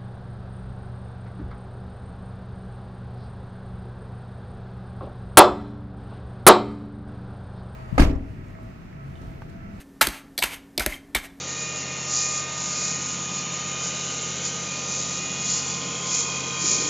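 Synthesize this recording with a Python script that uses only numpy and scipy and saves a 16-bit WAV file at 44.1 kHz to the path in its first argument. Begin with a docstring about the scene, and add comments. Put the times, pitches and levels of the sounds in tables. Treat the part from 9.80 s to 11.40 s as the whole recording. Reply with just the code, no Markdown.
"""Whisk wires knock the wall of a plastic flour bowl on a kitchen counter, close to one microphone.
Bunches of random clicks crack in the treble and ring the wall modes; single wires flick it sharply.
Swelling grain noise, with rattling and singing wires, is the drag through the flour.
Jolts sound the hollow of the bowl and send a sinking boom through the counter.
Behind are sparse room echoes, coloured noise for air and the faint wavering hum of an appliance."""
import sys
import numpy as np
from scipy import signal
from scipy.fft import rfft, irfft
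from scipy.io import wavfile
from scipy.ndimage import uniform_filter1d

SR = 44100
rng = np.random.default_rng(int(sys.argv[2]) if len(sys.argv) > 2 else 0)


def gain_from_db(level_db):
    """Convert decibel levels to linear amplitude factors (20 dB per decade)."""
    decades = np.asarray(level_db, float) / 20
    return 10 ** decades


def bounce(signal):
    """Save signal as a 16-bit WAV file at the path given by the first command-line argument."""
    frames = np.transpose(np.atleast_2d(signal))
    limited = np.clip(frames, -1, 1)
    pcm = np.round(limited * 32767).astype(np.int16)
    wavfile.write(sys.argv[1], SR, pcm)


N = 70560  # length in samples


def evened(x):
    """Scales to rms 1."""
    return x / np.sqrt(np.mean(x ** 2) + 1e-20)


def read_curve(points, hz):
    """Reads a table on a log-frequency axis."""
    point_hz, value = np.transpose(points)
    return np.interp(np.log(hz + 1), np.log(point_hz + 1), value)


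def coloured(x, spectrum):
    """Causal minimum-phase filter with the shape of the spectrum, scaled to unit energy."""
    hz = abs(np.fft.fftfreq(4096, 1 / SR))
    log_gain = np.log(gain_from_db(np.maximum(read_curve(spectrum, hz), -100)))
    response = np.fft.ifft(np.exp(np.conj(signal.hilbert(log_gain)))).real
    return signal.oaconvolve(x, response / np.linalg.norm(response))[:len(x)]


def ring(x, hz, db, t60):
    """One decaying mode driven by x, of unit energy per click before its level db."""
    soft_turns = 0.6  # onset time constant, in cycles of the mode
    t = np.arange(round(t60 * SR) + 8) / SR
    mode = gain_from_db(-60 * t / t60) * np.sin(2 * np.pi * hz * t)
    mode = mode * (1 - np.exp(-t * hz / soft_turns)) ** 2
    return gain_from_db(db) * signal.oaconvolve(x, mode / np.linalg.norm(mode))[:len(x)]


def clicks(per_s, spread_db):
    """Random clicks of both signs, rms 1 overall; a few are large."""
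    chance, sign, size = rng.random(N), rng.standard_normal(N), rng.exponential(1, N)
    happens = chance < per_s / SR
    return evened(happens * sign * gain_from_db(spread_db * np.minimum(size, 4)))


# spectrum of the room air: pitch_hz [Hz], relative level_db [dB per Hz]
AIR_SPECTRUM = [(15, -48), (25, -7), (108, -14.5), (277, -9), (344, -15.5), (695, -23.5), (1700, -31),
                (3160, -38), (12500, -41.5), (14400, -44), (16000, -84)]
# appliance hum tones: pitch_hz [Hz], width_hz [Hz], level_db [dB]
HUM_TONES = [(178.5, 24, -62), (276.6, 3.78, -51.5), (396, 9.6, -64.5), (1780, 29, -72)]


def kitchen():
    """Coloured noise for room air, with narrow hum tones slightly wavering in pitch and level."""
    air_db = -52.5  # rms
    noise = rfft(rng.standard_normal(N))
    hz = np.fft.rfftfreq(N, 1 / SR)
    out = gain_from_db(air_db) * evened(irfft(noise * gain_from_db(read_curve(AIR_SPECTRUM, hz)), N))
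    for tone_hz, width_hz, db in HUM_TONES:
        waver = evened(uniform_filter1d(uniform_filter1d(rng.standard_normal(N), 2500), 2500))
        turns = np.cumsum(tone_hz + width_hz / 2 * waver) / SR + rng.random()
        level = gain_from_db(db + 0.5 * waver[::-1])
        out += level * np.sqrt(2) * np.sin(2 * np.pi * turns)
    return out


# reverberation of the room: pitch_hz [Hz], t60_s [s]
ROOM_DECAY = [(200, 0.42), (1000, 0.51), (2500, 0.39), (6000, 0.37), (14000, 0.23)]


def room(x):
    """Sparse echoes of random sign, each band dying at its own speed."""
    room_db = -15
    echoes = np.zeros(SR // 2)
    at = np.arange(200, len(echoes) - 20, 12)  # one echo in every 12 samples
    echoes[at + rng.integers(0, 12, len(at))] = rng.choice([-1., 1.], len(at))
    hz, t, bands = signal.stft(echoes, SR, nperseg=256)
    decay = gain_from_db(-60 * t / read_curve(ROOM_DECAY, hz)[:, None])
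    tail = signal.istft(bands * decay, SR, nperseg=256)[1]
    return gain_from_db(room_db) * signal.fftconvolve(x, tail / np.linalg.norm(tail))[:N]


# bowl jolted against the counter, relative levels: start_s [s], hollow_db [dB], boom_db [dB]
BOWL_JOLTS = [(.216, -31.5, -48.5), (0.2702, -28.5, -36.5), (.288, -37.5, -57), (0.58, -40.5, -64),
              (0.634, -32.5, -43.5), (0.9776, -27.5, -49.5), (0.995, -34, -34.5), (1.062, -26, -32.5),
              (1.349, -31, -35.5), (1.366, -43, -56)]
# modes of the hollow of the bowl: pitch_hz [Hz], relative level_db [dB], t60_s [s]
HOLLOW_MODES = [(170.3, -11, 0.12), (231, -3, 0.049), (350, 3.5, 0.034), (400.8, -4, 0.098),
                (552, -3, 0.024)]


def jolts():
    """A soft push sounds the hollow of the bowl; a sinking boom follows from the counter."""
    push_s = 0.0013  # about half the width of the push
    boom_start_hz, boom_end_hz, boom_fall_s = 103.6, 30, 0.016
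    boom_rise_s, boom_t60_s = 0.014, 0.18
    hollow, booms, t = np.zeros(N), np.zeros(N), np.arange(SR // 3) / SR
    for start_s, hollow_db, boom_db in BOWL_JOLTS:
        hollow[round(start_s * SR)] = gain_from_db(hollow_db)
        booms[round(start_s * SR)] = gain_from_db(boom_db)
    push = np.hanning(round(2 * push_s * SR) + 3)
    hollow = np.convolve(hollow, push / push.sum())[:N] * np.sqrt(SR * 0.01)
    # the boom spreads through the counter: high bending waves arrive first, the lowest last
    hz = boom_end_hz + (boom_start_hz - boom_end_hz) * np.exp(-t / boom_fall_s)
    swell = np.sin(np.pi / 2 * np.minimum(t / boom_rise_s, 1)) ** 2 * gain_from_db(-60 * t / boom_t60_s)
    boom = 2 * swell / swell.max() * np.sin(2 * np.pi * np.cumsum(hz) / SR)
    return sum(ring(hollow, *mode) for mode in HOLLOW_MODES) + signal.oaconvolve(booms, boom)[:N]


# modes of the bowl wall and wires: pitch_hz [Hz], relative level_db [dB], t60_s [s]
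WALL_MODES = [(619, 12.5, 0.062), (694.4, 9, 0.051), (743, 9, 0.021), (878, 6, 0.05), (1240, -9.5, .025),
              (1350, -0.5, 0.028), (1469, 3, 0.015), (1635, 3, 0.0308), (1664, -8.5, 0.43),
              (1872, 4.5, 0.034), (2132, 3.5, 0.016), (2270, 0, 0.047), (2578, 3.5, 0.018),
              (2760, 2, 0.024), (3150, 11, 0.025), (3552, 7, 0.013), (4090, -2, 0.035), (4440, 4.5, 0.02),
              (5020, -2.5, 0.011), (5500, 0, 0.007)]


def wall_ring(drives, drive_db, best_hz, reach_oct):
    """Every drive rings the wall modes that lie near its own pitch, with the rumble cut away."""
    rumble_cut_hz = 270
    out = np.zeros(N)
    for hz, db, t60 in WALL_MODES:
        nearness = np.exp(-0.5 * (np.log2(hz / best_hz) / reach_oct) ** 2)
        drive = (gain_from_db(drive_db) * nearness * drives).sum(0)
        out += ring(drive, hz, db, t60)
    rumble_cut = signal.butter(2, rumble_cut_hz, "high", fs=SR, output="sos")
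    return signal.sosfilt(rumble_cut, out) / 2


# treble modes of the whisk wires: pitch_hz [Hz], relative level_db [dB], t60_s [s]
WIRE_MODES = [(6430, -20, 0.032), (8450, -21.5, 0.026), (9780, -21, 0.0084), (11450, -21.5, 0.0073),
              (12580, -19.5, 0.017)]


def wire_ring(x):
    """The thin wires sing in the treble when x excites them."""
    return sum(ring(x, *mode) for mode in WIRE_MODES)


# wires dragging through flour along the wall: start_s [s], length_s [s], level_db [dB],
# swell [share of the length], pitch_hz rung best [Hz]
FLOUR_DRAGS = [(0, 0.045, -48, 0.05, 2200), (0.218, 0.067, -24, 0.061, 1600),
               (0.272, 0.069, -37.5, 0.11, 1740), (0.306, 0.14, -43, 0.22, 2500),
               (0.599, 0.02, -61, 0.18, 4100), (0.619, 0.00906, -23, 0.97, 2110),
               (0.624, 0.097, -31.5, 0.075, 2300), (0.682, 0.13, -40.5, 0.24, 2270),
               (0.709, 0.046, -43, 0.66, 3550), (0.991, 0.091, -32.5, 0.073, 1960),
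               (1.059, 0.041, -36, 0.1, 1930), (1.081, 0.13, -40, 0.17, 2150),
               (1.346, 0.075, -31.5, 0.037, 1710), (1.401, 0.081, -41.5, 0.64, 1750)]
# spectrum of the flour grains: pitch_hz [Hz], relative level_db [dB per Hz]
GRAIN_SPECTRUM = [(180, -8.5), (300, -14.5), (486, -9.5), (656, -5), (1560, -5), (2250, 0.5), (2440, -2.5),
                  (4910, -13), (13500, -13.5), (16000, -53)]


def drags():
    """Fine grains swell and fade with each stroke while the wires rattle on the wall and sing."""
    grains_per_s, grain_spread_db = 33000, 3.5
    rattles_per_s, rattle_spread_db, rattle_reach_oct = 1500, 3.5, 0.18
    rattle_db, sing_db = -5.5, 4.5  # drives of wall and wires, relative to the stroke level
    taper = 2.1  # how softly a stroke starts and ends
    start_s, length_s, db, swell, best_hz = np.transpose(FLOUR_DRAGS)[:, :, None]
    progress = (np.arange(N) / SR - start_s) / length_s
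    swell = np.clip(swell, 0.03, 0.95)
    ramp = np.clip(np.minimum(progress / swell, (1 - progress) / (1 - swell)), 0, 1)
    stroke = np.sin(np.pi / 2 * ramp) ** taper
    grains = (gain_from_db(db) * stroke).sum(0) * clicks(grains_per_s, grain_spread_db)
    rattles = stroke * clicks(rattles_per_s, rattle_spread_db)
    singing = wire_ring((gain_from_db(db + sing_db) * rattles).sum(0))
    rattling = wall_ring(rattles, db + rattle_db, best_hz, rattle_reach_oct)
    return coloured(grains, GRAIN_SPECTRUM) + rattling + singing


# single wires flicking the wall: start_s [s], level_db [dB]
WIRE_TAPS = [(0.2706, 0), (0.2885, -11), (0.6266, -2), (0.6403, 2), (0.6439, -13.5), (1.0633, 2.5),
             (1.0637, 0.5), (1.067, -33)]
# spectrum of a flick: pitch_hz [Hz], relative level_db [dB per Hz]
TAP_SPECTRUM = [(240, -27.5), (400, -2.5), (1730, 4.5), (4800, -13), (5780, -15.5), (11900, -1),
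                (14100, -8.5), (16000, -32)]


def taps():
    """Each flick is one sharp click of random sign, across the whole range."""
    hits = np.zeros(N)
    for (start_s, db), sign in zip(WIRE_TAPS, rng.choice([-1., 1.], len(WIRE_TAPS))):
        hits[round(start_s * SR)] = sign * gain_from_db(db)
    return coloured(hits, TAP_SPECTRUM)


# wires striking the wall: start_s [s], crack_db [dB], length_s over which the wires land [s],
# ring_db driving the wall [dB], pitch_hz rung best [Hz]
WALL_KNOCKS = [(0.2110, -15.5, 0.0062, -10.5, 1390), (0.2150, -28, 0.0078, -12, 2100),
               (0.21, -28.5, 0.0034, -23, 4200), (.2130, -34, 0.0069, -18, 868),
               (0.2123, -43, 0.0074, -26, 743), (.2140, -30, 0.0067, -16, 2726),
               (0.221, -16, 0.0085, -48, 1870), (0.268, -22.5, 0.0032, -34, 4800),
               (0.27, -19, .001, -27, 1510), (.2702, -45, 0.0013, -27, 2760),
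               (0.286, -23.5, 0.00081, -40.5, 4030), (0.578, -22, 0.0033, -19.5, 3920),
               (0.5783, -36, 0.00091, -25, 2150), (.5840, -33, 0.0081, -25, 1980),
               (0.5885, -31.5, 0.0054, -21, 4330), (.5785, -43, 0.0041, -38, 586),
               (.5880, -33, 0.0043, -34, 670), (0.598, -37.5, 0.029, -48, 754),
               (0.622, -29, 0.0021, -18.5, 2370), (0.6257, -33, 0.0028, -12.5, 2390),
               (0.6265, -49, 0.0027, -30, 1680), (0.624, -30, 0.0037, -17, 896),
               (.6320, -37, .004, -32, 860), (0.625, -26, 0.0022, -22.5, 3460),
               (0.635, -20, 0.0019, -23.5, 2170), (0.638, -22.5, 0.0059, -20.5, 2460),
               (0.64, -43, 0.006, -24.5, 1420), (0.647, -33, .004, -53, 1470),
               (0.9776, -19, 0.002, -16, 3760), (0.9778, -41, 0.001, -13, 5020),
               (0.9805, -31, 0.0011, -21, 2390), (0.978, -29, 0.0066, -33.5, 673),
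               (0.995, -22, 0.0023, -25.5, 2260), (0.997, -31.5, 0.014, -25.5, 2140),
               (1.007, -34, 0.0023, -21.5, 1450), (1.0040, -49.5, 0.017, -38, 690),
               (1.021, -31, 0.0032, -45, 2200), (1.035, -37, 0.0025, -57, 1780),
               (1.0620, -18.5, 0.0016, -21, 1625), (1.066, -59, 0.0041, -31, 588),
               (1.07, -54, 0.0017, -39, 2130), (1.123, -45, 0.011, -30, 2180),
               (1.14, -54, 0.0035, -40, 3150), (1.3487, -23, 0.0091, -17, 2140),
               (1.348, -36.5, 0.0073, -26, 3530), (1.353, -49, 0.014, -18.5, 1220),
               (1.3630, -53, 0.0086, -28, 3550), (1.361, -30.5, 0.0083, -19.5, 2170),
               (1.351, -45, 0.0038, -30, 795), (1.364, -57, 0.0093, -29.5, 1680)]
# spectrum of the crack: pitch_hz [Hz], relative level_db [dB per Hz]
CRACK_SPECTRUM = [(1500, -40), (2700, -8), (4000, 4), (6400, -5.5), (8200, -2), (9500, -4.5), (12500, -3),
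                  (14500, -8), (16500, -44)]


def knocks():
    """Each bunch of wire clicks cracks in the treble and rings the wall."""
    rise_s, crack_t60_s, clicks_per_s = 0.00014, 0.011, 30000
    crack_spread_db, blow_spread_db = 4.5, 1.0
    sag_db, first_db = -6, 18  # a bunch weakens as it lands; its first wire hits the wall hardest
    reach_oct = 0.12  # a knock rings only the modes close to its pitch
    t = np.arange(N) / SR
    wire_clicks = clicks(clicks_per_s, crack_spread_db)
    blow_clicks = clicks(clicks_per_s, blow_spread_db)
    start_s, crack_db, length_s, ring_db, best_hz = np.transpose(WALL_KNOCKS)[:, :, None]
    after = np.maximum(t - start_s - length_s, 0)
    bunch = np.clip((t - start_s) / rise_s, 0, 1) * gain_from_db(np.maximum(-60 * after / crack_t60_s, -120))
    bunch = bunch * gain_from_db(sag_db * np.clip((t - start_s) / length_s, 0, 1))
    blows = bunch * blow_clicks
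    first = np.ceil(start_s[:, 0] * SR).astype(int)
    blows[np.arange(len(first)), first] = gain_from_db(first_db)
    crack = (gain_from_db(crack_db) * bunch).sum(0) * wire_clicks
    crack = coloured(crack, CRACK_SPECTRUM)  + wire_ring(crack)
    return crack + wall_ring(blows, ring_db, best_hz, reach_oct)


def scene():
    """All sources reach one microphone, heard alike in both channels."""
    whisk = knocks() + taps() + drags() + jolts()
    return np.tile(whisk + room(whisk) + kitchen(), (2, 1))


def low_pass(x):
    """Removes everything above the highest recorded frequency."""
    return signal.sosfilt(signal.butter(12, 16800, fs=SR, output="sos"), x)


def record(dry):
    """Peaks are clipped just under full scale, then the top of the treble is cut off."""
    edge_hz = 16700
    held = np.clip(dry, -0.9, 0.9)
    band_limit = signal.firwin(255, edge_hz, window=("kaiser", 9), fs=SR)
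    mix = signal.oaconvolve(held, band_limit[None], "same")
    return low_pass(mix)


dry = scene()
out = record(dry)
bounce(out)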